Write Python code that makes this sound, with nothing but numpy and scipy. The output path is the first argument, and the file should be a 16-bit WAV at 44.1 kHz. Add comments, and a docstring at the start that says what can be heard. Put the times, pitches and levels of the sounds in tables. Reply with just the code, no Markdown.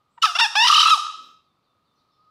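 """Junglefowl in a wooded yard

One microphone near a wicker cage. The bird crows once, its syrinx buzzing through its throat: a soft
cluck, a sharp yelp, two short low notes, then a rise that breaks into a high, harsh trill and falls.
Trees and walls answer with echoes; far off are a thin steady tone, small birds and a low rumble."""
import sys
import numpy as np
from scipy import signal
from scipy.fft import rfft, irfft
from scipy.io import wavfile
from scipy.ndimage import uniform_filter1d, minimum_filter1d

SR = 44100
rng = np.random.default_rng(int(sys.argv[2]) if len(sys.argv) > 2 else 0)


def generate_wav(sig):
    """Save sig (samples, or channels by samples) to the path in sys.argv[1] as 16-bit PCM at SR."""
    pcm = np.round(np.clip(np.atleast_2d(sig).T, -1, 1) * 32767).astype(np.int16)
    wavfile.write(sys.argv[1], SR, pcm)


N = 101430
TIME = np.arange(N) / SR


def from_db(db):
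    """Decibels to gain."""
    return 10 ** (np.asarray(db) / 20)


def rms_one(x):
    """Scale to unit power."""
    return x / np.sqrt(np.mean(x ** 2) + 1e-20)


def in_time(rows):
    """Each column of a curve at every sample."""
    s, *columns = np.transpose(rows)
    return [np.interp(TIME, s, c) for c in columns]


def at_hz(points, hz, column=1):
    """Read a column of a spectrum on a log-frequency axis."""
    points = np.array(points)
    return np.interp(np.log(np.maximum(hz, 1)), np.log(points[:, 0]), points[:, column])


def cut(x, hz, kind, order):
    """Butterworth low-, high- or band-pass."""
    return signal.sosfilt(signal.butter(order, hz, kind, fs=SR, output="sos"), x)


def drift(rate_hz):
    """Smooth random wander of unit power."""
    r = np.exp(-2 * np.pi * rate_hz / SR)
    return rms_one(signal.lfilter([1], [1, -2 * r, r * r], rng.standard_normal(N + SR))[SR:])


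def swirl(rate_hz):
    """Random wander of both strength and phase; unit power."""
    return (drift(rate_hz) + 1j * drift(rate_hz)) / np.sqrt(2)


def noise(spectrum, tilt_db=0):
    """Noise of a given colour, tilted per octave; unit power."""
    hz = np.maximum(np.arange(N // 2 + 1) * SR / N, 1)
    colour = from_db(at_hz(spectrum, hz) + tilt_db * np.log2(hz))
    return rms_one(irfft(rfft(rng.standard_normal(N)) * colour, N))


def sine(hz):
    """A pure tone following a pitch curve."""
    return np.sin(2 * np.pi * np.cumsum(hz) / SR)


def whistle(start_s, length_s, hz, db):
    """One whistled note that swells and fades."""
    along = np.clip((TIME - start_s) / length_s, 0, 1)
    return from_db(db) * np.sqrt(np.abs(np.sin(np.pi * along))) * sine(hz)


# Air all round the microphone: frequency_hz, relative_db
AIR_COLOUR = [(25, -21.5), (120, -2.5), (250, -6.5), (400, -10), (900, -12), (1230, -3.5), (1600, -21),
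              (4200, -20.5), (7000, -33.5), (16000, -39)]
def still_air(level_db=-71):
    """The steady hush of the yard."""
    return from_db(level_db) * noise(AIR_COLOUR)


# Thin tone, far off: time_s, level_db
FAR_TONE_LEVEL = [(0, -73.5), (1.68, -78.5), (1.78, -68), (1.85, -85), (2.16, -75.5), (2.21, -63)]
def far_tone(pitch_hz=1258, waver_hz=16, flicker_db=3):
    """A faint pure tone that wavers in pitch and level."""
    hz = pitch_hz + waver_hz * drift(27)
    db = in_time(FAR_TONE_LEVEL)[0] + flicker_db * drift(12)
    return from_db(db) * np.sqrt(2) * sine(hz)


# Small birds, far from the microphone: start_s, length_s, start_hz, end_hz, level_db
TWITTERS = [(0.091, 0.13, 7750, 7700, -84), (1.952, .03, 5520, 5130, -79), (1.96, 0.069, 4390, 3580, -72),
            (2.077, 0.11, 4180, 4750, -77), (2.2, 0.056, 4350, 4600, -76.5)]
def twittering_birds(waver_hz=420):
    """Short, high whistles that glide unsteadily."""
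    out = 0
    for start_s, length_s, start_hz, end_hz, db in TWITTERS:
        glide = np.interp(TIME, [start_s, start_s + length_s], [start_hz, end_hz])
        out = out + whistle(start_s, length_s, glide + waver_hz * drift(41), db)
    return out


# Trees around the yard: frequency_hz, gain_db, t60_s
GROVE = [(660, -25.5, .75), (1190, -10.5, .75), (2000, -18, 0.86), (3600, -13.5, 0.87), (7000, -4.5, 0.65),
         (14000, -5, .36)]
def trees(x, build_s=.004, reach_s=.5):
    """Diffuse scatter among the trees builds quickly and dies away band by band."""
    t, response = TIME[:SR], 0
    edges = np.geomspace(450, 17000, 11)
    for low, high in zip(edges, edges[1:]):
        hz = np.sqrt(low * high)
        t60_s = at_hz(GROVE, hz, column=2)
        fade = (1 - np.exp(-t / build_s)) * np.exp(-np.log(1000) * t / t60_s)
        fade = fade / (1 + (t / reach_s) ** 10)   # scatter ends where the grove does
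        band = cut(rng.standard_normal(SR), [low, high], "band", order=2)
        response = response + from_db(at_hz(GROVE, hz)) * band * fade / np.sqrt(np.sum(fade ** 2))
    return signal.fftconvolve(x, response)[:N]


ATTACK_S, RELEASE_S, EDGE_DB = .0065, .009, -32   # a note starts and ends this far under its level
JITTER, JITTER_RATE_HZ = .03, 250   # pitch shake at full roughness
SHIMMER, SHIMMER_RATE_HZ = .84, 41   # level shake at full roughness
DOUBLING_DB, DOUBLING_RATE_HZ = 5, 82   # period doubling puts lines between the overtones
FRAY_HZ, FRAY_RATE_HZ = 9500, 170   # overtones this high flutter into noise
RASP_DB, RASP_TILT_DB = -14, 5
def syrinx(rows, throat, bend_hz=0, count=22):
    """One note: overtones sweep through the throat; roughness adds shake, doubling and puffs of air."""
    hz, db, rough = in_time(rows)
    before, after = (rows[0][0] - TIME) / ATTACK_S, (TIME - rows[-1][0]) / RELEASE_S
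    edge = np.maximum(np.maximum(before, after), 0)
    on = edge < 1
    rough = np.clip(rough[on], 0, 1)
    hz = (hz + bend_hz)[on] * (1 + JITTER * rough * drift(JITTER_RATE_HZ)[on])
    phase = 2 * np.pi * np.cumsum(hz) / SR
    shimmer, doubling, flutter = drift(SHIMMER_RATE_HZ), swirl(DOUBLING_RATE_HZ), swirl(FRAY_RATE_HZ)
    tone, power = 0, 0
    for k in range(1, count):
        own = (np.flatnonzero(on) + k * N // count) % N   # each overtone wanders on its own
        gain, half_gain = (from_db(at_hz(throat, m * hz)) * (m * hz < SR / 2) for m in (k, k + .5))
        fray = np.minimum(k * hz / FRAY_HZ, 1) ** 4
        frayed = np.sqrt(1 - fray ** 2) + fray * flutter[own]
        overtone = gain * (1 + SHIMMER * rough * shimmer[own]) * frayed
        between = half_gain * from_db(DOUBLING_DB) * rough ** 1.5 * doubling[own]
        tone = tone + np.imag((overtone + between * np.exp(.5j * phase)) * np.exp(1j * k * phase))
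        power = power + (np.abs(overtone) ** 2 + np.abs(between) ** 2) / 2
    tone = tone / np.sqrt(uniform_filter1d(power, size=1024))
    puffs = noise(throat, RASP_TILT_DB)[on] * (1 + np.cos(phase))
    out = np.zeros(N)
    out[on] = (tone + from_db(RASP_DB) * rough * puffs) * from_db(db + EDGE_DB * edge)[on]
    return out


# The crow from the cage, near the microphone: time_s, pitch_hz, level_db (before filters), roughness
SOFT_CLUCK = [(.179, 980, -35, .6), (.184, 910, -34.5, .5)]
SHARP_YELP = [(.224, 1500, -9.5, 0.44), (.233, 1340, -10, 0.84), (.252, 1270, -8, 0.37),
              (.256, 1190, -9.5, 0.5)]
YELP_DROP = [(.257, 930, -20.5, .4), (.279, 725, -28.5, .07), (.318, 690, -34.5, .2)]
FIRST_LOW_NOTE = [(.353, 670.4, -20, .25), (.368, 710, -21.5, .25), (.376, 842, -31.5, .3)]
SECOND_LOW_NOTE = [(.388, 864, -16.5, .4), (.404, 985, -14.5, 0.79), (.416, 891, -14.5, .05),
                   (.434, 932.5, -14.5, 0.038), (.455, 810, -19.5, .15), (.466, 891, -21.5, .2)]
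RISING_NOTE = [(.555, 767.6, -18, 0.57), (.569, 837.4, -16, 0.026), (.637, 947.8, -13.5, 0.022),
               (.653, 1000, -14.5, 0.26), (.668, 976, -13.5, 0.27)]
HARSH_TRILL = [(.671, 1277, -9.5, 0.63), (.78, 1396, -10.5, .45), (.835, 1414, -13.5, 0.46),
               (.87, 1305, -9.5, 0.64), (.891, 1382, -12, .3), (.907, 1285, -6.5, 0.77),
               (.918, 1299, -10, .12), (.936, 1249, -7, .08), (.948, 1117, -18, .4)]
LAST_FALL = [(0.949, 980, -27, .6), (.978, 726, -28.5, 0.57)]
# Depth of the quaver on the rising note, and of the trill: time_s, swing_hz
QUAVER_DEPTH = [(.58, 4.5), (.61, 23), (.66, 34.5)]
TRILL_DEPTH = [(.665, 110), (.80, 175), (.835, 175), (.855, 85), (.925, 10)]
# Colour of the throat in its two registers: frequency_hz, relative_db
LOW_REGISTER = [(650, -10.5), (880, -2.5), (1700, -2.5), (2100, -14.5), (2800, 0.5), (3150, -8),
                (3600, -1.5), (4200, -16.5), (5500, -5.5), (6300, -25.5), (10500, -34), (12800, -51.5),
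                (15200, -39.5)]
HIGH_REGISTER = [(880, -17.5), (1130, 3.5), (1270, 5), (1380, -8), (1520, -24.5), (2300, -22), (2750, -10),
                 (3130, -3), (3430, -14.5), (3950, -8), (4280, -19), (4600, -16), (5500, -16),
                 (6300, -27.5), (8200, -35.5), (10000, -35.5), (12800, -53), (15000, -45)]
QUAVER_RATE_HZ, QUAVER_CREST_S = 49, .629
TRILL_RATE_HZ, TRILL_CREST_S = 38.9, .795
HOLLOW_HZ, HOLLOW_Q = 1426, 6.5   # a narrow hollow above the throat's main resonance
def junglefowl():
    """One crow: the voice jumps from its low register to the high one for the yelp and the trill."""
    quaver = in_time(QUAVER_DEPTH)[0] * np.cos(2 * np.pi * QUAVER_RATE_HZ * (TIME - QUAVER_CREST_S))
    trill = in_time(TRILL_DEPTH)[0] * np.cos(2 * np.pi * TRILL_RATE_HZ * (TIME - TRILL_CREST_S))
    trill = trill * (1 + .15 * drift(60))   # no two swings are equally deep
    low = sum(syrinx(rows, LOW_REGISTER) for rows in (YELP_DROP, FIRST_LOW_NOTE, SECOND_LOW_NOTE))
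    low = low + syrinx(RISING_NOTE, LOW_REGISTER, quaver)
    high = syrinx(SHARP_YELP, HIGH_REGISTER) + syrinx(HARSH_TRILL, HIGH_REGISTER, trill)
    high = cut(high, 860, "high", order=6)   # clears the range below this register's lowest pitch
    high = signal.lfilter(*signal.iirnotch(HOLLOW_HZ, HOLLOW_Q, fs=SR), high)
    soft = syrinx(SOFT_CLUCK, LOW_REGISTER) + syrinx(LAST_FALL, LOW_REGISTER)
    muffled = cut(soft, 1300, "low", order=3)   # the beak is closed
    return cut(low + high + muffled, 600, "high", order=6)


# Walls and trunks, heard from the microphone: delay_s, gain_db
REFLECTIONS = [(.055, -20), (.131, -29.5), (.163, -20)]
def echoes(x):
    """Walls and trunks send back a few dull, distinct reflections."""
    dull = cut(x, 1800, "low", order=2)
    return sum(from_db(db) * np.interp(TIME - s, TIME, dull, left=0) for s, db in REFLECTIONS)


# Rumble in the distance: peak_s, width_s, level_db
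RUMBLE_SWELLS = [(1.241, 0.066, -64), (1.96, 0.096, -81)]
# Its colour from the yard: frequency_hz, relative_db
RUMBLE_COLOUR = [(50, -47), (240, -13), (450, -17.5), (4000, -41.5)]
def far_rumble():
    """Low noise rises and falls in two smooth swells."""
    swells = sum(from_db(db) * np.exp(-.5 * ((TIME - s) / width) ** 2) for s, width, db in RUMBLE_SWELLS)
    return swells * noise(RUMBLE_COLOUR)


# One bird's whistle, far off in the trees: elapsed_s, pitch_hz
WHISTLE_SHAPE = [(0, 3200), (.022, 4750), (.035, 3900), (.05, 3590), (.11, 3560)]
# Its repeats: start_s, level_db
WHISTLE_REPEATS = [(1.43, -77), (1.622, -76), (1.833, -75.5), (2.07, -78)]
def whistling_bird():
    """A small bird repeats a whistle that flicks up, drops and holds."""
    elapsed_s, hz = np.transpose(WHISTLE_SHAPE)
    return sum(whistle(s, elapsed_s[-1], np.interp(TIME - s, elapsed_s, hz), db)
               for s, db in WHISTLE_REPEATS)


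def scene():
    """The near crow and its echoes over the quiet yard, in mono."""
    crow = junglefowl()
    crow = crow + echoes(crow) + trees(crow)
    far_birds = twittering_birds() + whistling_bird()
    far_birds = far_birds + from_db(11) * trees(far_birds)   # heard mostly through the trees
    return (crow + far_birds + still_air() + far_rumble() + far_tone())[None]


def record(dry, ceiling=.66, window_samples=400, cutoff_hz=15600):
    """After the microphone, a fast limiter holds the peaks down and the top is cut steeply."""
    gain = minimum_filter1d(ceiling / np.maximum(np.abs(dry), ceiling), window_samples)
    smooth_gain = uniform_filter1d(uniform_filter1d(gain, window_samples // 2), window_samples // 2)
    return signal.sosfilt(signal.ellip(12, .1, 80, cutoff_hz, fs=SR, output="sos"), dry * smooth_gain)


dry = scene()
out = record(dry)
generate_wav(out)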